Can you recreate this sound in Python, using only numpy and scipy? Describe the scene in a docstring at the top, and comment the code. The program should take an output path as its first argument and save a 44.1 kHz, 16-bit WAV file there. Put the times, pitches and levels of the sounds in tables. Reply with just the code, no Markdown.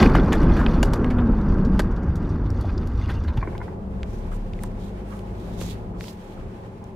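"""Car cabin after a crash at speed

The body booms, the broken windshield cracks and sheds crumbs of glass, and tyre roar and tread hum sink as
the car slows: filtered noise, ringing resonators and a gliding tone. Loose trim knocks, panels thud.
A quieter drive takes over: engine and cavity tones, road noise, buffeting air and hiss, ticks and rustles."""
import sys
import numpy as np
from scipy import signal
from scipy.fft import rfft, irfft, next_fast_len
from scipy.io import wavfile
from scipy.ndimage import uniform_filter1d

SR = 44100
rng = np.random.default_rng(int(sys.argv[2]) if len(sys.argv) > 2 else 0)


def master_out(mix):
    """Clip the mix to full scale and print it as 16-bit PCM to the path in sys.argv[1]."""
    frames = np.transpose(np.atleast_2d(mix))
    ceiling = np.clip(frames, -1, 1)
    pcm = np.round(ceiling * 32767).astype(np.int16)
    wavfile.write(sys.argv[1], SR, pcm)


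N = 306495
SECONDS = np.arange(N) / SR

# Spectra of the slowing car's noise layers. Each row: frequency in Hz, relative level in dB.
HEAVE_SPECTRUM = [(16, -20), (26, 17), (35, 9.5), (48, 12), (58, -10)]
BOOM_SPECTRUM = [(48, -2.5), (58, 1), (75, 0), (100, -3), (130, -18.5)]
RUMBLE_SPECTRUM = [(65, -28.5), (110, -15), (124, 0), (232, 0.5), (269, -3.5), (345, -6), (532, -18),
                   (600, -20), (780, -46.5), (1320, -120)]
ROAR_SPECTRUM = [(260, -18.5), (450, 0), (729, -3.5), (856, -1.5), (1150, -3), (1500, -8), (1580, -6.5),
                 (1720, -14), (2330, -24), (2800, -28), (3640, -38.5), (6160, -120)]
# Stereo width of the crash noise. Each row: frequency in Hz, side against mid in dB.
CRASH_WIDTH = [(20, -78.5), (400, -64.5), (800, -24.5), (4400, -25.5), (15000, -8.5)]
# Levels at time zero in dB, and steady fades in dB per second; the boom holds its level.
HEAVE_DB, HEAVE_FADE_DB_PER_S = -20, 4
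BOOM_DB = -23.5
RUMBLE_DB, RUMBLE_FADE_DB_PER_S = -18.5, 4.5
ROAR_DB, ROAR_FADE_DB_PER_S, ROLLING_DB = -28, 6.5, -46  # the roar sinks to that of slow rolling
# The blow at the start dies away in every layer.
IMPACT_HEAVE_DB, IMPACT_BOOM_DB, IMPACT_RUMBLE_DB, IMPACT_ROAR_DB, IMPACT_GLASS_DB = -8, -10.5, -12.5, -19, -31
IMPACT_FADE_DB_PER_S = 165
# Jolts that rock the body. Each row: start in seconds, length in seconds, heave level in dB.
BODY_JOLTS = [(.1, .12, -23), (.42, 0.11, -16), (.68, 0.022, -19), (.77, 0.078, -19), (1.28, 0.052, -17.5),
              (1.45, 0.25, -21), (1.62, 0.29, -22.5), (2.66, 0.14, -32), (3.35, 0.045, -31)]
JOLT_RUMBLE_DB = -4.5  # cabin rumble against the heave of a jolt

# Tread hum falling with the speed. Each row: time in seconds, mean pitch in Hz.
TREAD_PITCH = [(0.949, 254.4), (1.2, 240.7), (1.302, 221.7), (1.57, 195.6), (1.748, 187.3), (2.2, 160.6),
               (2.5, 150.5)]
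# Cabin resonances that the hum sweeps through. Each row: frequency in Hz, width in Hz, added gain in dB.
HUM_RESONANCES = [(233.6, 30, -25.5), (189.3, 7.4, -25)]
HUM_DB = -32.5  # between the resonances

# Windshield cracks. Each row: start in seconds, peak level in dB, edge against body in dB,
# decay by 60 dB in seconds, ring of the shard in Hz, shard against body in dB.
WINDSHIELD_CRACKS = [(0.0277, -7, -19.5, 0.028, 4300, -19), (0.048, -28, -9, 0.014, 2500, -10),
                     (0.0588, -12.5, -22, 0.019, 2480, -1), (.097, -23, -15, .037, 1400, 3),
                     (0.149, -9, -25.5, 0.094, 1010, -18), (.321, -18, -17, 0.091, 1740, 2),
                     (0.3294, -21.5, 6, 0.012, 6500, -14), (0.429, -23.5, -17, 0.062, 1100, -5),
                     (.565, -22.5, -19, 0.18, 1570, -12), (0.591, -21.5, -18, 0.25, 1290, 1),
                     (0.613, -17.5, -27, 0.019, 1090, 7), (0.6632, -14, -28, 0.0087, 2560, 2),
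                     (0.8281, -10, -4.5, 0.024, 2900, -3), (0.9343, -17.5, -7, 0.024, 4740, -21),
                     (1.0432, -19.5, -22, 0.011, 2150, -3), (1.102, -24, -19.5, 0.081, 1740, -5),
                     (1.184, -22.5, -28, 0.077, 3620, -19), (1.7925, -11, -11, 0.04, 1530, -13),
                     (2.154, -39, 11, 0.081, 6150, -13), (2.503, -34.5, 9, 0.012, 5670, 11),
                     (2.61, -40.5, 21, .018, 5500, -7), (2.691, -32.5, -28, 0.057, 2510, -9),
                     (2.777, -33, -10, 0.026, 4800, 5), (2.872, -36.5, 3, 0.017, 5370, -15),
                     (3.09, -26.5, -20, 0.093, 1450, -5), (3.101, -28, -15.5, 0.037, 3450, -6),
                     (3.278, -28.5, -21, 0.083, 4100, -14), (3.3715, -31.5, -5, 0.038, 2700, 7)]
# Spectra of a crack's body and bright edge. Each row: frequency in Hz, relative level in dB.
CRACK_BODY_SPECTRUM = [(250, -13), (500, 19), (1000, 17.5), (1600, 17), (2100, 9.5), (2900, 3.5),
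                       (4100, -8.5), (6000, -32)]
CRACK_EDGE_SPECTRUM = [(2500, -8), (3400, 3.5), (4500, 5), (5800, 1.5), (7500, 1), (10000, -5), (11700, 1),
                       (14000, -17), (15500, -19.5)]
# Modes of the pane. Each row: frequency in Hz, width in Hz, relative level in dB.
PANE_MODES = [(995, 90, 1), (1600, 90, 2), (2260, 140, -5), (2960, 100, 1), (3700, 100, -1),
              (4750, 120, -3), (5770, 90, 3), (6930, 130, -2)]
SPRAY_DB, SPRAY_T60_S = -19.5, 0.15  # splinters after each crack, before the edge filter
SHARD_WIDTH_HZ = 130

# Spectrum of fine glass grit. Each row: frequency in Hz, relative level in dB.
GRIT_SPECTRUM = [(1200, -8.5), (2000, 3.5), (2800, 0), (3600, -1.5), (4600, -0.5), (5600, -4),
                 (7500, -16.5), (10000, -19.5), (11600, -12), (15000, -45)]
GRIND_DB, GRIND_FADE_DB_PER_S, GRIND_REST_DB = -44.5, 16.5, -62.5  # the broken pane settles
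GRIND_FITS_DB = 3.5  # spread of the grinding level
# The pane flexes and grinds again. Each row: start in seconds, length in seconds, level in dB.
PANE_FLEXES = [(.36, 0.52, -52), (1.57, 0.27, -59), (2.44, 0.35, -55), (2.92, 0.58, -52)]
# Coarse crumbs crunching where the pane is crushed. Each row: start in seconds, length in seconds, level in dB.
CRUMB_CRUNCHES = [(0, .05, -29), (.152, .04, -28), (.32, .04, -32), (.45, .26, -40), (3.088, .03, -41),
                  (3.23, .07, -49)]
# Glass edges squealing. Each row: start in seconds, length in seconds, level in dB.
EDGE_SQUEALS = [(3.018, .05, -55), (3.13, .07, -57)]
# Spectrum of the squeal. Each row: frequency in Hz, relative level in dB.
SQUEAL_SPECTRUM = [(2450, -20), (2700, -2), (2790, 2), (2890, -3), (3200, -18)]
# Small chips of glass falling. Each row: start in seconds, peak level in dB, ring in Hz.
GLASS_CHIPS = [(1.269, -48.5, 3800), (1.411, -47, 4470), (1.648, -41.5, 4760), (1.912, -50, 5470),
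               (1.961, -45, 4470), (2.03, -52, 5500), (2.291, -48.5, 5500), (2.459, -47, 3970),
               (3.237, -45, 5000), (3.334, -49, 4000)]

# Panels thudding. Each row: start in seconds, peak level in dB, centre frequency in Hz.
PANEL_THUDS = [(.011, -12, 560), (.029, -13, 650), (0.039, -21, 306), (0.057, -5, 247), (.151, -13, 596),
               (.187, -14, 330), (.324, -17, 600), (.831, -14.5, 590), (0.934, -17, 475), (1.797, -15, 415),
               (2.644, -24, 700), (3.373, -21, 108), (3.423, -24, 134), (3.473, -22.5, 338),
               (4.636, -30.5, 1000), (5.483, -32, 690), (5.613, -23, 329), (5.613, -31.5, 940),
               (6.081, -36, 750)]
# Loose trim knocking. Each row: start in seconds, peak level in dB, pitch as a ratio to the usual ring,
# change of the upper modes in dB, change of the lowest mode in dB.
TRIM_KNOCKS = [(3.372, -28, .85, -8, -6), (3.413, -32, 1.07, 8, -6), (3.426, -20, 1.03, -6, -6),
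               (3.472, -25, 1.02, 2, 6), (3.526, -38, 1.03, 4, 0), (3.550, -28, 1.0, -2, -6),
               (3.602, -33, .94, 0, 0), (3.6135, -24.5, .97, 3, -8), (3.679, -32, .86, 1, -6)]
# Modes of the trim. Each row: nominal frequency in Hz, decay by 60 dB in seconds, relative level in dB.
TRIM_MODES = [(370, .04, -4), (820, .02, -6), (1060, 0.032, 3), (1590, .024, -2), (1900, 0.016, -4),
              (2320, 0.036, -7)]
KNOCK_SAG, KNOCK_SETTLE_S = .12, .005  # initial flatness as a share of pitch, and its time constant
# Small plastic ticks. Each row: start in seconds, peak level in dB, ring in Hz, decay by 60 dB in seconds,
# level two octaves above the ring in dB.
PLASTIC_TICKS = [(3.5798, -29, 3600, .002, -22), (4.0317, -21.5, 2100, .003, -25),
                 (4.534, -33, 2900, .014, -42), (4.590, -38, 2000, .014, -28),
                 (4.6345, -26, 8500, .018, -22), (4.636, -31, 1600, .02, -18),
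                 (5.192, -39, 3000, .006, -18), (5.606, -34, 7000, .008, -22),
                 (5.6115, -31, 2800, .018, -20), (5.6125, -33, 11000, .01, -22),
                 (6.0088, -25, 2200, .004, -26), (6.041, -31, 2000, .007, -26),
                 (6.082, -27.5, 2400, .008, -26), (6.841, -42, 5500, .003, -22)]

CHANGE_S = 3.43  # the quiet drive takes over
# Engine. Each row: time in seconds, firing rate in Hz, firing line in dB, half-order line in dB.
ENGINE_LINES = [(3.5, 105.1, -34.5, -38), (3.8, 104.1, -44, -57), (4.5, 104.4, -39.5, -44),
                (4.95, 101.5, -41, -35.5), (5.3, 104.5, -39, -38), (6, 107.2, -38, -37),
                (6.12, 106.3, -48.5, -60), (6.5, 109.8, -43.5, -57), (6.95, 109.5, -45, -59)]
# Upper lines of the engine. Each row: multiple of the firing rate, mean level in dB.
ENGINE_ORDERS = [(2, -49), (3, -63), (3.5, -52), (4, -60), (5, -59.5), (8, -63)]
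# Tyre and road noise. Each row: time in seconds, tyre cavity drone in dB, road noise in dB.
CRUISE_LEVELS = [(3.5, -40.5, -38.5), (3.9, -36, -41.5), (4.35, -39, -42), (4.7, -36, -41.5),
                 (5.2, -41, -42.5), (5.5, -38.5, -39.5), (5.97, -38, -40.5), (6.15, -46.5, -46.5),
                 (6.42, -43.5, -43), (6.95, -44.5, -46.5)]
# Spectra of the driving noise. Each row: frequency in Hz, relative level in dB.
CAVITY_SPECTRUM = [(120, -7.5), (155, -6), (180, 1), (203, -4), (228, -3), (260, -14)]
ROAD_SPECTRUM = [(150, -47.5), (260, -8), (302, -6), (328, -7), (366, -1.5), (481, -8), (527, -7.5),
                 (578, -12), (706, -11.5), (761, -18), (820, -16), (1100, -22.5), (1900, -39.5),
                 (2470, -62), (4180, -120)]
SLAP_SPECTRUM = [(690, -26), (820, 8), (910, -9), (1010, 0.5), (1140, -20.5)]
BUFFET_SPECTRUM = [(18, -26.5), (32, -4), (56, -14), (85, -9), (130, -18.5)]
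WIND_SPECTRUM = [(1050, -3), (1300, -3), (1700, -4.5), (2300, -7), (4000, -16), (7000, -22), (11000, -26),
                 (15000, -32)]
# Stereo width of the cabin noise. Each row: frequency in Hz, side against mid in dB.
CABIN_WIDTH = [(20, -10), (200, -17.5), (380, -10.5), (700, -1), (1300, 1), (15000, -0.5)]
# Singing air in the tyres. Each row: time in seconds, mean pitch in Hz, mean level in dB.
CAVITY_TONE = [(3.6, 194, -46), (3.95, 195, -40), (4.4, 192, -44), (5.0, 201, -40), (5.5, 183, -41),
               (6.05, 178, -47), (6.4, 193, -46), (6.95, 196, -51)]
SLAP_DB = -56
# Gusts that buffet the cabin. Each row: start in seconds, length in seconds, level in dB before the throb.
CABIN_GUSTS = [(3.45, 0.3, -32.5), (3.75, 0.92, -36), (5.28, 0.55, -39), (5.75, 0.31, -40.5),
               (6.35, 0.14, -36.5)]
CALM_DB = -45  # buffeting between gusts, before the throb
# Throbbing cabin air. 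Each row: time in seconds, mean pitch in Hz, fundamental in dB, octave in dB.
CABIN_THROB = [(3.6, 33, -55, -53), (3.95, 32.35, -42, -31), (4.351, 32.94, -28.5, -43),
               (4.75, 32.8, -32.5, -44), (5.05, 33.4, -43, -47)]
THROB_WAVER_DB = 1
# Hiss at the seals. Each row: time in seconds, level in dB.
WIND_LEVEL = [(3.6, -57), (3.85, -63), (4.15, -56.5), (4.9, -59.5), (5.7, -56.5), (5.95, -62.5), (6.4, -58),
              (6.95, -61.5)]
WIND_FLUTTER_DB, WIND_PAN_DB = 1.2, -2
# Rustles. Each row: start in seconds, length in seconds, relative level in dB, emphasized frequency in Hz.
CABIN_RUSTLES = [(4.078, 0.13, -61.5, 6000), (4.314, 0.055, -56.5, 9000), (4.606, 0.069, -58, 7990),
                 (4.795, 0.11, -58.5, 3600), (5.08, 0.13, -60.5, 9600), (5.36, 0.41, -60, 3700),
                 (5.532, 0.092, -65, 3580), (5.595, 0.079, -48, 6500), (5.677, 0.056, -47.5, 3700),
                 (6.001, 0.11, -50, 4847), (6.073, .08, -63, 13000), (6.17, 0.19, -62.5, 3320)]
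# Soft scuffs. Each row: start in seconds, length in seconds, level in dB.
CABIN_SCUFFS = [(4.318, 0.02, -42), (5.1, 0.08, -52), (5.122, .02, -46), (5.935, 0.046, -54.5),
                (6.36, 0.075, -56)]
# Spectra of the rustles and scuffs. Each row: frequency in Hz, relative level in dB.
RUSTLE_SPECTRUM = [(1060, -60), (1800, 3), (2600, 2.5), (3600, 4), (4760, 1), (6770, 0.5), (10000, -4),
                   (13300, -4.5), (15500, -10)]
SCUFF_SPECTRUM = [(1050, 7), (1280, 7.5), (1420, 1), (1580, 1.5), (1850, -7), (2150, -7), (3200, -16)]
RUSTLE_GRAIN_DB, RUSTLE_CATCH_DB, RUSTLE_PAN_DB = 1.5, .7, -4.5
TOP_HZ = 15500


def slowing_car():
    """Broadband excitation: the blow and jolts drive low noise bands, and most sink as the car slows."""
    jolts = swells(BODY_JOLTS, rise=0.3, fall=0.39)
    heave = together(impact(IMPACT_HEAVE_DB), fading(HEAVE_DB, HEAVE_FADE_DB_PER_S), jolts)
    boom = together(impact(IMPACT_BOOM_DB), undb(BOOM_DB))
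    rumble = together(impact(IMPACT_RUMBLE_DB), fading(RUMBLE_DB, RUMBLE_FADE_DB_PER_S),
                      jolts * undb(JOLT_RUMBLE_DB))
    roar = together(impact(IMPACT_ROAR_DB), fading(ROAR_DB, ROAR_FADE_DB_PER_S), undb(ROLLING_DB))
    return (heave * flow(HEAVE_SPECTRUM, CRASH_WIDTH, flutter_db=1.5)
            + boom * flow(BOOM_SPECTRUM, CRASH_WIDTH, flutter_db=1.5)
            + rumble * flow(RUMBLE_SPECTRUM, CRASH_WIDTH, flutter_db=1.2)
            + roar * flow(ROAR_SPECTRUM, CRASH_WIDTH, flutter_db=1.0, rate=71))


def impact(db):
    """Exponential decay: the first blow dies away at a constant rate in dB."""
    return fading(db, IMPACT_FADE_DB_PER_S)


def tread_hum():
    """Swept resonance: the hum falls with the speed and swells as it crosses each cabin resonance."""
    hz, = curves(TREAD_PITCH)
    gain = undb(HUM_DB)
    for centre, width, db in HUM_RESONANCES:
        gain = gain + undb(db) / (1 + (2 * (hz - centre) / width) ** 4)
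    tone = unit(np.sin(phase_of(hz * (1 + .012 * walk(40))))) * undb(2 * walk(45))
    return tone * gain * during(TREAD_PITCH[0][0], TREAD_PITCH[-1][0])


def cracks():
    """Brittle fracture: a jerky run rings the pane and a shard, and throws a bright spray of splinters."""
    out = np.zeros((2, N))
    for s, peak_db, edge_db, t60, shard_hz, shard_db in WINDSHIELD_CRACKS:
        run = sputter(burst(t60, side_db=-22, rise=0.00093), spread_db=2.2)
        snap = run + undb(-8.0) * burst(t60=0.009, side_db=-18.0, rise=0.0043)
        spray = sputter(burst(SPRAY_T60_S, side_db=-10), spread_db=5)
        shard = ring(snap, [(shard_hz, SHARD_WIDTH_HZ, 0), (shard_hz, shard_hz / 2, -9)])
        shard = colour(shard, [(shard_hz * 0.5, -14), (shard_hz, 0), (shard_hz * 1.92, -14)])
        bright = snap + undb(SPRAY_DB) * spray
        body = unit(colour(snap + ring(snap, PANE_MODES), CRACK_BODY_SPECTRUM))
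        edge = unit(colour(bright + ring(bright, PANE_MODES), CRACK_EDGE_SPECTRUM))
        add(out, s, body + undb(edge_db) * edge + undb(shard_db) * unit(shard), peak_db)
    return out


def crumbs():
    """Granular friction: broken edges grind as fine grit, crunch as coarse crumbs and squeal roughly."""
    fine = grains(per_s=1800, scatter_db=3, width_hz=60, low_hz=1500, high_hz=14000)
    coarse = grains(per_s=420, scatter_db=3.4, width_hz=110, low_hz=700, high_hz=5200)
    grind = together(impact(IMPACT_GLASS_DB), fading(GRIND_DB, GRIND_FADE_DB_PER_S), undb(GRIND_REST_DB),
                     swells(PANE_FLEXES, rise=0.1, fall=0.92))
    fits = unit(undb(GRIND_FITS_DB * walk(22.13)))
    crunch = unit(colour(coarse, [(700, 2.5), (1600, 0.5), (3000, -9.5), (5000, -16), (7000, -30)]))
    crunch = crunch * swells(CRUMB_CRUNCHES, rise=0.49, fall=1.0)
    squeal = flow(SQUEAL_SPECTRUM, CRASH_WIDTH, flutter_db=4, rate=60) * swells(EDGE_SQUEALS, rise=.2, fall=.3)
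    return unit(colour(fine, GRIT_SPECTRUM)) * grind * fits + crunch + squeal


def grains(per_s, scatter_db, width_hz, low_hz, high_hz, count=18):
    """Shot excitation: random clicks of scattered size each ring one of a few shard pitches."""
    out = 0
    for hz in np.geomspace(low_hz, high_hz, count) * undb(.5 * rng.standard_normal(count)):
        clicks, at = np.zeros(N), rng.integers(0, N, 4000)
        chance, size = rng.random((2, len(at)))
        kept = chance < per_s * N / SR / count / len(at)
        clicks[at] = undb(scatter_db * np.minimum(-np.log(size), 4)) * kept
        out = out + ring(clicks, [(hz, width_hz * np.sqrt(hz / 3000), 0), (hz, hz, -18)])
    return out


def chips():
    """Struck plate: each falling chip ticks against the pane and rings at its own pitch."""
    out = np.zeros((2, N))
    for s, db, hz in GLASS_CHIPS:
        tick = burst(t60=0.077, side_db=-22, rise=0.00066)
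        spectrum = [(hz / 2, -8), (hz, 0), (1.8 * hz, -16), (3 * hz, -22)]
        add(out, s, colour(tick + ring(tick, PANE_MODES), spectrum), db)
    return out


def panel_thuds():
    """Damped impact: larger panels give a short noise burst about one broad resonance."""
    out = np.zeros((2, N))
    for s, db, hz in PANEL_THUDS:
        add(out, s, colour(burst(t60=0.038, side_db=-50), [(hz / 2, -8), (hz, 0), (2 * hz, -16)]), db)
    return out


def trim_knocks():
    """Modal ringing: loose trim knocks repeatedly with a hollow ring."""
    out = np.zeros((2, N))
    for s, db, pitch, upper_db, low_db in TRIM_KNOCKS:
        add(out, s, knock(pitch, upper_db, low_db), db)
    return out


def knock(pitch, upper_db, low_db, rise=0.0022):
    """Contact loading: modes rise in pitch as a padded blow lets go; a rattle sounds with it and lasts longer."""
    t = np.arange(SR // 8) / SR
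    bent = np.cumsum(1 - KNOCK_SAG * np.exp(-t / KNOCK_SETTLE_S)) / SR
    tone = 0
    for k, (hz, t60, db) in enumerate(TRIM_MODES):
        level_db = db + upper_db * (k > 2) + low_db * (k == 0)
        cycles = hz * pitch * rng.uniform(.98, 1.02) * bent + rng.random()
        tone = tone + undb(level_db - 60 * t / t60) * np.sin(2 * np.pi * cycles)
    rattle = colour(burst(t60=.13, side_db=-8, rise=.001), [(350, 0), (900, 1), (2200, -4), (3000, -26)])
    return unit(tone * (1 - np.exp(-(t / rise) ** 2))) + undb(-7) * unit(rattle)


def plastic_ticks():
    """Short contact: small plastic parts tick with a rapid decay and a faint longer tail."""
    out = np.zeros((2, N))
    for s, db, hz, t60, top_db in PLASTIC_TICKS:
        contact = burst(t60, side_db=-9) + undb(-32) * burst(t60=.05, side_db=0)
        tick = colour(contact, [(hz / 2, -11), (hz, 0), (1.7 * hz, -10), (4 * hz, top_db)])
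        add(out, s, pan(tick, -1.0), db)
    return out


def engine():
    """Harmonic series: the firing line, its half order and wavering upper orders follow the firing rate."""
    firing_hz, firing_db, half_db = curves(ENGINE_LINES)
    low_lines = drone(firing_hz / 2, half_db, firing_db, waver_db=0.5)
    phase = phase_of(firing_hz * (1 + .004 * walk(7)))
    upper_lines = sum(unit(np.sin(k * phase)) * undb(db + 2 * walk(5)) for k, db in ENGINE_ORDERS)
    return pan(low_lines + upper_lines, 0.94)


def road_and_cavity_noise():
    """Resonant filtering: rolling noise is shaped by the road path and by the tyres' air cavities."""
    cavity_db, road_db = curves(CRUISE_LEVELS)
    cavity = flow(CAVITY_SPECTRUM, CABIN_WIDTH, flutter_db=1.0) * undb(cavity_db)
    road = flow(ROAD_SPECTRUM, CABIN_WIDTH, flutter_db=0.7) * undb(road_db)
    return pan(cavity, 0.94) + pan(road, 0.64)


def tyres():
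    """Cavity resonance: the tyres' air sings unsteadily while the tread slaps the road."""
    hz, db = curves(CAVITY_TONE)
    tone = unit(np.sin(phase_of(hz * (1 + .02 * walk(14))))) * undb(db + 2.5 * walk(10))
    slap = flow(SLAP_SPECTRUM, CABIN_WIDTH, flutter_db=2, rate=27)
    return tone + slap * undb(SLAP_DB)


def cabin_air():
    """Flow locking: the air buffets at random, and less so while it locks into a throb."""
    throb_hz, throb_db, octave_db = curves(CABIN_THROB)
    gusts = together(swells(CABIN_GUSTS, rise=0.22, fall=.25), undb(CALM_DB))
    unlocked = 1 / np.sqrt(1 + undb(throb_db + 26.0) ** 2)
    buffet = flow(BUFFET_SPECTRUM, CABIN_WIDTH, flutter_db=1.5) * gusts * unlocked
    throb = drone(throb_hz, throb_db, octave_db, waver_db=THROB_WAVER_DB)
    return pan(buffet + throb * during(CABIN_THROB[0][0], CABIN_THROB[-1][0]), 0.94)


def wind():
    """Turbulence noise: air at the seals gives a thin fluttering hiss."""
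    wind_db, = curves(WIND_LEVEL)
    hiss = flow(WIND_SPECTRUM, CABIN_WIDTH, flutter_db=WIND_FLUTTER_DB, rate=40)
    return pan(hiss, WIND_PAN_DB) * undb(wind_db)


def rustles():
    """Stick-slip friction: something slides in grainy swishes of their own brightness and squeaky scuffs."""
    rub = flow(RUSTLE_SPECTRUM, CABIN_WIDTH, flutter_db=RUSTLE_GRAIN_DB, rate=330)
    rub = rub * unit(undb(RUSTLE_CATCH_DB * walk(70)))
    swishes = 0
    for s, length, db, hz in CABIN_RUSTLES:
        swish = unit(rub + ring(rub, [(hz, hz / 4, -1)]))
        swishes = swishes + swish * swells([(s, length, db + 2.0)], rise=0.41, fall=0.41)
    scuffs = flow(SCUFF_SPECTRUM, CABIN_WIDTH, flutter_db=1.5, rate=260)
    scuffs = scuffs * swells(CABIN_SCUFFS, rise=0.56, fall=0.96)
    return pan(swishes, RUSTLE_PAN_DB) + pan(scuffs, -4.5)


def drone(hz, low_db, octave_db, waver_db):
    """Harmonic pair: a low tone and its octave share a phase, each wavering in level."""
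    phase = phase_of(hz * (1 + 0.0098 * walk(9)))
    return sum(unit(np.sin(k * phase)) * undb(db + waver_db * walk(2.6))
               for k, db in enumerate([low_db, octave_db], 1))


def flow(points, width, flutter_db, rate=14):
    """Turbulence: noise of a given spectrum and stereo width whose level flutters."""
    mid, side = colour(rng.standard_normal((2, N)), points)
    side = colour(side, width)
    # level the noise over an eighth of a second, then impose the flutter
    gain = unit(undb(flutter_db * walk(rate))) / np.sqrt(uniform_filter1d(mid ** 2, SR // 8))
    return gain * np.array([mid + side, mid - side])


def burst(t60, side_db, rise=0.000096):
    """Contact noise: a fast start and an exponential decay, cut at an eighth of a second."""
    t = np.arange(SR // 8) / SR
    envelope = (1 - np.exp(-t / rise)) * np.exp(-np.log(1000) * t / t60)
    return noise(side_db, size=len(t)) * envelope


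def sputter(x, spread_db, step_s=.0012):
    """Intermittent motion: break a sound into tiny jerks of uneven strength."""
    k = int(step_s * SR)
    steps = np.repeat(rng.standard_normal(x.shape[-1] // k + 1), k)[:x.shape[-1]]
    return x * unit(uniform_filter1d(undb(spread_db * np.clip(steps, -2, 2)), k // 2 + 1))


def noise(side_db, size):
    """Partial coherence: stereo noise with a common part and an opposed part."""
    mid, side = rng.standard_normal((2, size))
    return np.array([mid + undb(side_db) * side, mid - undb(side_db) * side])


def ring(x, modes):
    """Modal superposition: resonances (Hz, width in Hz, dB) side by side."""
    out = 0
    for hz, width, db in modes:
        b, a = signal.iirpeak(hz, hz / min(width, SR / 4), fs=SR)
        out = out + undb(db) * signal.lfilter(b, a, x)
    return out


def colour(x, points, size=16384):
    """Minimum phase: a causal filter through (Hz, dB) points, falling away beyond its ends."""
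    size = min(size, 2 * next_fast_len(x.shape[-1] // 2))
    hz, db = np.transpose(points)
    octave, at = np.log2(np.maximum(np.fft.rfftfreq(size, 1 / SR), 1)), np.log2(hz)
    outside = np.abs(octave - np.clip(octave, at[0], at[-1]))
    # 30 dB per octave outside the points, for three octaves
    cepstrum = irfft(np.log(undb(np.interp(octave, at, db) - 30 * np.minimum(outside, 3))))
    # folding the cepstrum makes the response causal
    cepstrum[1:size // 2] *= 2
    cepstrum[size // 2 + 1:] = 0
    response = irfft(np.exp(rfft(cepstrum)))[:size // 2]
    return signal.oaconvolve(x, np.array(response, ndmin=x.ndim), axes=-1)[..., :x.shape[-1]]


def phase_of(hz):
    """Phase accumulation: frequency integrated over time, in radians."""
    return 2 * np.pi * np.cumsum(hz) / SR


def walk(rate):
    """Smoothed random process: levels held 1 / rate seconds and slewed twice, scaled to rms 1."""
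    k = int(SR / rate)
    held = np.repeat(rng.standard_normal(N // k + 1), k)
    return unit(uniform_filter1d(uniform_filter1d(held, k), k)[:N])


def swells(events, rise, fall):
    """Soft envelope: (start, length, dB) events; rise and fall are shares of the length about half height."""
    gains = []
    for s, length, db in events:
        along = (SECONDS - s) / length
        opening = .5 + .5 * np.tanh(2 * along / rise)
        closing = .5 + .5 * np.tanh(2 * (1 - along) / fall)
        gains.append(undb(db) * opening * closing)
    return together(*gains)


def together(*gains):
    """Incoherent addition: unrelated drives add in power."""
    return np.sqrt(sum(g ** 2 for g in gains))


def fading(db, db_per_s):
    """Exponential decay: a gain that starts at db and sinks steadily."""
    return undb(db - db_per_s * SECONDS)


def curves(table):
    """Linear interpolation: the columns of a table joined by straight lines in time."""
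    s, *columns = np.transpose(table)
    return [np.interp(SECONDS, s, c) for c in columns]


def during(start, end, fade=0.033):
    """Gating: a linear fade in about the start and out about the end."""
    return np.clip(np.minimum(SECONDS - start, end - SECONDS) / fade + .5, 0, 1)


def add(out, s, sound, db):
    """Superposition: place a sound at time s with the given peak level."""
    i = int(s * SR)
    out[:, i:i + sound.shape[1]] += (sound * undb(db) / np.abs(sound).max())[:, :N - i]


def pan(x, db):
    """Interaural level difference: left louder than right by db."""
    return x * undb(np.array([[db], [-db]]) / 2)


def undb(db):
    """Logarithmic level: decibels to gain."""
    return 10 ** (np.asarray(db) / 20)


def unit(x):
    """Normalization: scale to rms 1."""
    return x / np.sqrt(np.mean(x ** 2))


def scene():
    """Superposition: crash noise fades into the quiet drive, with the struck sounds over both."""
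    later = during(CHANGE_S, np.inf, fade=0.039)
    crash = slowing_car() + tread_hum() + crumbs()
    drive = engine() + road_and_cavity_noise() + tyres() + cabin_air() + wind() + rustles()
    strikes = cracks() + chips() + panel_thuds() + trim_knocks() + plastic_ticks()
    return crash * (1 - later) + drive * later + strikes


def record(dry):
    """Saturation and band limiting: round the loudest peaks, then cut the top steeply."""
    rounded = np.tanh(.7 * dry) / .7
    return signal.sosfilt(signal.ellip(8, .2, 80, TOP_HZ, fs=SR, output="sos"), rounded)


dry = scene()
out = record(dry)
master_out(out)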